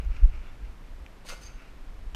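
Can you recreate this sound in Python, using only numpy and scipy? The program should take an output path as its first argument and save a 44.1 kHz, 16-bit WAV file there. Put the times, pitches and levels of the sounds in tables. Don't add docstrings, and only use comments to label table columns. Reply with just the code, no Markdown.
import sys
import numpy as np
from scipy import signal
from scipy.fft import rfft, irfft
from scipy.io import wavfile

SR = 44100
rng = np.random.default_rng(int(sys.argv[2]) if len(sys.argv) > 2 else 0)


def dump(signal):
    limited = np.clip(np.atleast_2d(signal).T, -1, 1)
    pcm = np.round(limited * 32767).astype(np.int16)
    wavfile.write(sys.argv[1], SR, pcm)


N = 94815
T = np.arange(N) / SR


def rim(clack_db=-62, thud_db=-68, ring_db=-66.5, rise_s=0.0007):
    # (time [s], level [dB], contact decay [s], relative backboard thud [dB])
    knocks = [(1.25, -8.5, 0.0068, 12), (1.2859, 4.5, 0.0065, -1.5), (1.294, 0, 0.0099, -4),
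              (1.3008, -0.5, 0.013, -5), (1.313, -4.5, 0.0065, 5), (1.3218, -1, 0.0047, 8),
              (1.3271, -13, 0.0025, 11), (1.333, 0.5, 0.0043, -22), (1.338, -6.5, 0.0041, -10)]
    # (frequency [Hz], level [dB])
    clack_spectrum = [(150, -25), (500, -6), (850, -5), (1400, 7), (1850, -8), (2500, 0), (3200, -9),
                      (5000, -10.5), (7500, -11.5), (15000, -25.5)]
    # (frequency [Hz], level [dB], t60 [s])
    rim_modes = [(505, 2, 0.21), (597, -13, 0.1), (706, -1.5, 0.035), (1087, -14, 0.1), (1274, -2, 0.077),
                 (1345, -6, 0.19), (1437, -2, 0.11), (1460, 6, 0.18), (1484, 3.5, 0.19), (2110, 0, 0.12),
                 (2282, -9, 0.11), (2506, -7, 0.11), (2620, 7.5, 0.09), (3960, -18, 0.16)]
    # (frequency [Hz], level [dB], t60 [s])
    board_modes = [(528, 4, 0.034), (730, 0, 0.028), (897, -3, 0.017), (1052, -4.5, 0.064)]
    blows = [amp(db) * swell(time_s, rise_s, decay_s) for time_s, db, decay_s, _ in knocks]
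    chatter = sum(blows) * grains(per_s=5800, spread_db=2.0)
    push = sum(blow * amp(board_db) for blow, (*_, board_db) in zip(blows, knocks))
    clack = colour(chatter, clack_spectrum)
    tone = through(chatter, ring(rim_modes))
    thud = through(push * grains(per_s=4100, spread_db=0.5), ring(board_modes))
    return amp(clack_db) * unit(clack) + amp(thud_db) * unit(thud) + amp(ring_db) * unit(tone)


def net(links=6, clashes_per_s=2200, detune=0.004):
    # (peak time [s], level [dB], rise [s], decay [s], relative link ring [dB])
    shakes = [(1.269, -50.5, 0.014, 0.048, -11), (1.293, -43, 0.012, 0.021, -3.5),
              (1.326, -53.5, .012, 0.026, -6), (1.418, -56, 0.0069, 0.011, -12),
              (1.437, -56, 0.019, 0.018, 3), (1.466, -59.5, 0.023, 0.018, 5.5)]
    # (frequency [Hz], level [dB])
    clash_spectrum = [(500, -16), (2200, 4), (3600, 0.5), (4600, 2), (5700, -6), (6500, 0), (7500, -12.5),
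                      (8300, -4), (9800, -5.5), (11000, -16), (12000, -7.5), (13500, -22), (15000, -15)]
    # (frequency [Hz], level [dB], t60 [s])
    link_modes = [(4540, -0.5, 0.057), (4640, 2, 0.05), (4890, 4.5, 0.055), (4800, -1, 0.024),
                  (6210, 5, 0.063), (6330, 5, 0.066), (6340, 5.5, 0.032), (8150, -20, 0.064),
                  (9400, -12, .06), (12100, -17, 0.08)]
    jingle = np.zeros(N)
    for peak_s, shake_db, rise_s, decay_s, ring_db in shakes:
        shake = amp(shake_db) * swell(peak_s, rise_s, decay_s) / np.sqrt(links)
        clashes = [shake * grains(clashes_per_s / links, spread_db=1.5) for _ in range(links)]
        jingle += colour(sum(clashes), clash_spectrum)
        for link in clashes:
            modes = [(hz * (1 + detune * rng.standard_normal()), db, t60_s)
                     for hz, db, t60_s in link_modes]
            jingle += amp(ring_db) * unit(through(link, ring(modes))) * np.std(link)
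    return jingle


def yard(x):
    # (frequency [Hz], t60 [s])
    decay_times = [(300, 0.59), (1500, 0.49), (5000, 0.51), (14000, 0.35)]
    size = SR // 2
    taps = rng.standard_normal(size) * (rng.random(size) < 0.08) * (T[:size] > 0.004)
    hz, time_s, spectra = signal.stft(taps, SR, nperseg=256)
    decay = np.exp(-np.log(1000) * time_s / read(decay_times, hz)[:, None])
    _, response = signal.istft(spectra * decay, SR, nperseg=256)
    return through(x, response)


def clothing(brush_db=-54, squeak_db=-66, squeak_hz=3480, squeak_width_hz=140):
    # (peak time [s], level [dB], rise [s], decay [s])
    rustles = [(.012, -56.5, 0.059, 0.067), (.13, -57, 0.027, 0.06), (.165, -61.5, 0.021, 0.12),
               (.352, -57, 0.037, 0.065), (.48, -59.5, 0.044, 0.066), (.65, -60.5, 0.022, 0.034),
               (1.494, -57, 0.03, 0.028), (1.62, -57.5, 0.058, 0.084)]
    # (frequency [Hz], level [dB])
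    cloth_spectrum = [(300, -27), (900, -9), (1400, 5), (1800, -5), (2200, 4), (2850, 1.5), (3250, -15),
                      (5500, -12.5), (9000, -35.5), (15000, -49)]
    # (frequency [Hz], level [dB])
    brush_spectrum = [(1000, -9), (2500, 8.5), (3400, -2), (6000, -8), (12000, -29)]
    motion = sum(amp(db) * swell(peak_s, rise_s, decay_s) for peak_s, db, rise_s, decay_s in rustles)
    rustle = colour(motion * grains(per_s=6000, spread_db=4.0), cloth_spectrum)
    stroke = swell(peak_s=0.169, rise_s=0.013, decay_s=0.0064)
    brush = colour(stroke * grains(per_s=2200, spread_db=6), brush_spectrum)
    rub = swell(peak_s=0.49, rise_s=0.057, decay_s=0.017) * rng.standard_normal(N)
    resonance = np.exp(-np.pi * squeak_width_hz * T) * np.sin(2 * np.pi * squeak_hz * T)
    return rustle + amp(brush_db) * brush + amp(squeak_db) * through(rub, resonance)


def ticks(scatter_db=-10):
    # (time [s], level [dB], frequency [Hz], decay [s], relative crack [dB])
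    events = [(0.0495, -57, 12200, 0.0002, 6), (1.0636, -35, 2450, 0.00042, -22),
              (2.1475, -31.5, 2970, 0.0014, 0)]
    # (frequency [Hz], level [dB])
    crack_spectrum = [(200, -21), (1000, 10), (4200, -10), (5500, 4.5), (7700, -2), (9000, -20),
                      (15000, -23)]
    clicks = np.zeros(N)
    for time_s, db, hz, decay_s, crack_db in events:
        tone = np.sin(2 * np.pi * hz * (T - time_s))
        crack = amp(crack_db) * noise(crack_spectrum, low_hz=200)
        envelope = swell(peak_s=time_s + 0.00043, rise_s=0.00038, decay_s=decay_s)
        clicks += amp(db) * envelope * (tone + crack)
    scatter = rng.standard_normal(N) * swell(peak_s=0.0015, rise_s=0.0011, decay_s=0.002)
    return clicks + amp(scatter_db) * through(clicks, scatter)


def wind():
    # (frequency [Hz], level [dB])
    wind_spectrum = [(5, -20), (14, 1.5), (28, -1), (50, -6), (70, -18), (100, -23), (160, -38.5),
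                     (400, -108)]
    # (time [s], level [dB])
    gusts = [(0, -32), (.2, -33), (.33, -29.5), (.5, -40.5), (.7, -34), (.8, -49.5), (.9, -38.5),
             (1.03, -44.5), (1.12, -47), (1.5, -43.5), (1.62, -47.5), (1.78, -41.5), (1.9, -38.5),
             (2.15, -39.5)]
    # (time [s], level [dB], frequency [Hz], half length [s])
    puffs = [(0.073, -22, 47.7, 0.013), (0.105, -20, 37.4, 0.018), (0.2437, -4.5, 36.9, 0.016),
             (0.284, -17, 26.3, 0.024), (1.022, -37.5, 55.7, 0.02), (1.45, -35, 35, 0.0058),
             (1.556, -29.5, 27.7, 0.013), (1.983, -36, 31.3, 0.012), (2.081, -27.5, 29.3, 0.011)]
    pressure = noise(wind_spectrum, low_hz=5.2) * amp(np.interp(T, *np.transpose(gusts)))
    for time_s, db, hz, half_s in puffs:
        envelope = np.exp(-((T - time_s) / half_s) ** 2)
        pressure += amp(db) * envelope * np.sin(2 * np.pi * hz * (T - time_s))
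    return pressure


def hush(level_db=-55):
    # (frequency [Hz], relative density [dB])
    hush_spectrum = [(59, -31.5), (100, 2), (200, -3), (310, -4.5), (352, -9.5), (375, -5), (407, -8.5),
                     (1400, -14.5), (1730, -15.5), (2130, -17), (10500, -36), (11900, -41), (15000, -43)]
    return amp(level_db) * noise(hush_spectrum, low_hz=68.6)


def whine():
    # (frequency [Hz], rms level [dB])
    tones = [(8780, -89.5), (11687, -93), (11719, -81)]
    return sum(amp(db) * np.sqrt(2) * np.sin(2 * np.pi * hz * T) for hz, db in tones)


def amp(db):
    return 10 ** (np.asarray(db) / 20)


def unit(x):
    return x / np.sqrt(np.mean(x ** 2) + 1e-20)


def read(points, hz):
    points_hz, values = np.transpose(points)
    return np.interp(np.log(hz + 1), np.log(points_hz + 1), values)


def through(x, response):
    return signal.fftconvolve(x, response / np.linalg.norm(response))[:N]


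def colour(x, spectrum, size=2048):
    hz = abs(np.fft.fftfreq(size, 1 / SR))
    log_gain = np.log(amp(read(spectrum, hz)))
    transfer = np.exp(np.conj(signal.hilbert(log_gain)))
    return through(x, np.fft.ifft(transfer).real[:size // 2])


def noise(spectrum, low_hz):
    hz = np.fft.rfftfreq(N, 1 / SR)
    gain = amp(read(spectrum, hz)) * hz ** 2 / (hz ** 2 + low_hz ** 2)
    return unit(irfft(rfft(rng.standard_normal(N)) * gain, N))


def grains(per_s, spread_db):
    hits = rng.random(N) < per_s / SR
    size = amp(spread_db * np.clip(rng.standard_normal(N), -2, 2))
    sign = rng.choice([-1., 1.], N)
    return unit(hits * sign * size)


def swell(peak_s, rise_s, decay_s):
    age_s = T - peak_s
    return np.exp(-(np.minimum(age_s, 0) / rise_s) ** 2 - np.maximum(age_s, 0) / decay_s)


def ring(modes):
    t = T[:SR // 2]
    return sum(amp(db) * np.exp(-np.log(1000) * t / t60_s) * np.sin(2 * np.pi * (hz * t + rng.random()))
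               for hz, db, t60_s in modes)


def scene(echo_db=-8):
    hoop = rim() + net()
    background = hush()
    return (hoop + amp(echo_db) * yard(hoop) + clothing() + ticks() + wind() + background)[None]


def record(dry):
    cutoff_hz = 15150
    lowpass = signal.firwin(511, cutoff_hz, window=("kaiser", 9), fs=SR)
    return signal.oaconvolve(dry + whine(), lowpass[None], "same")


dry = scene()
out = record(dry)
dump(out)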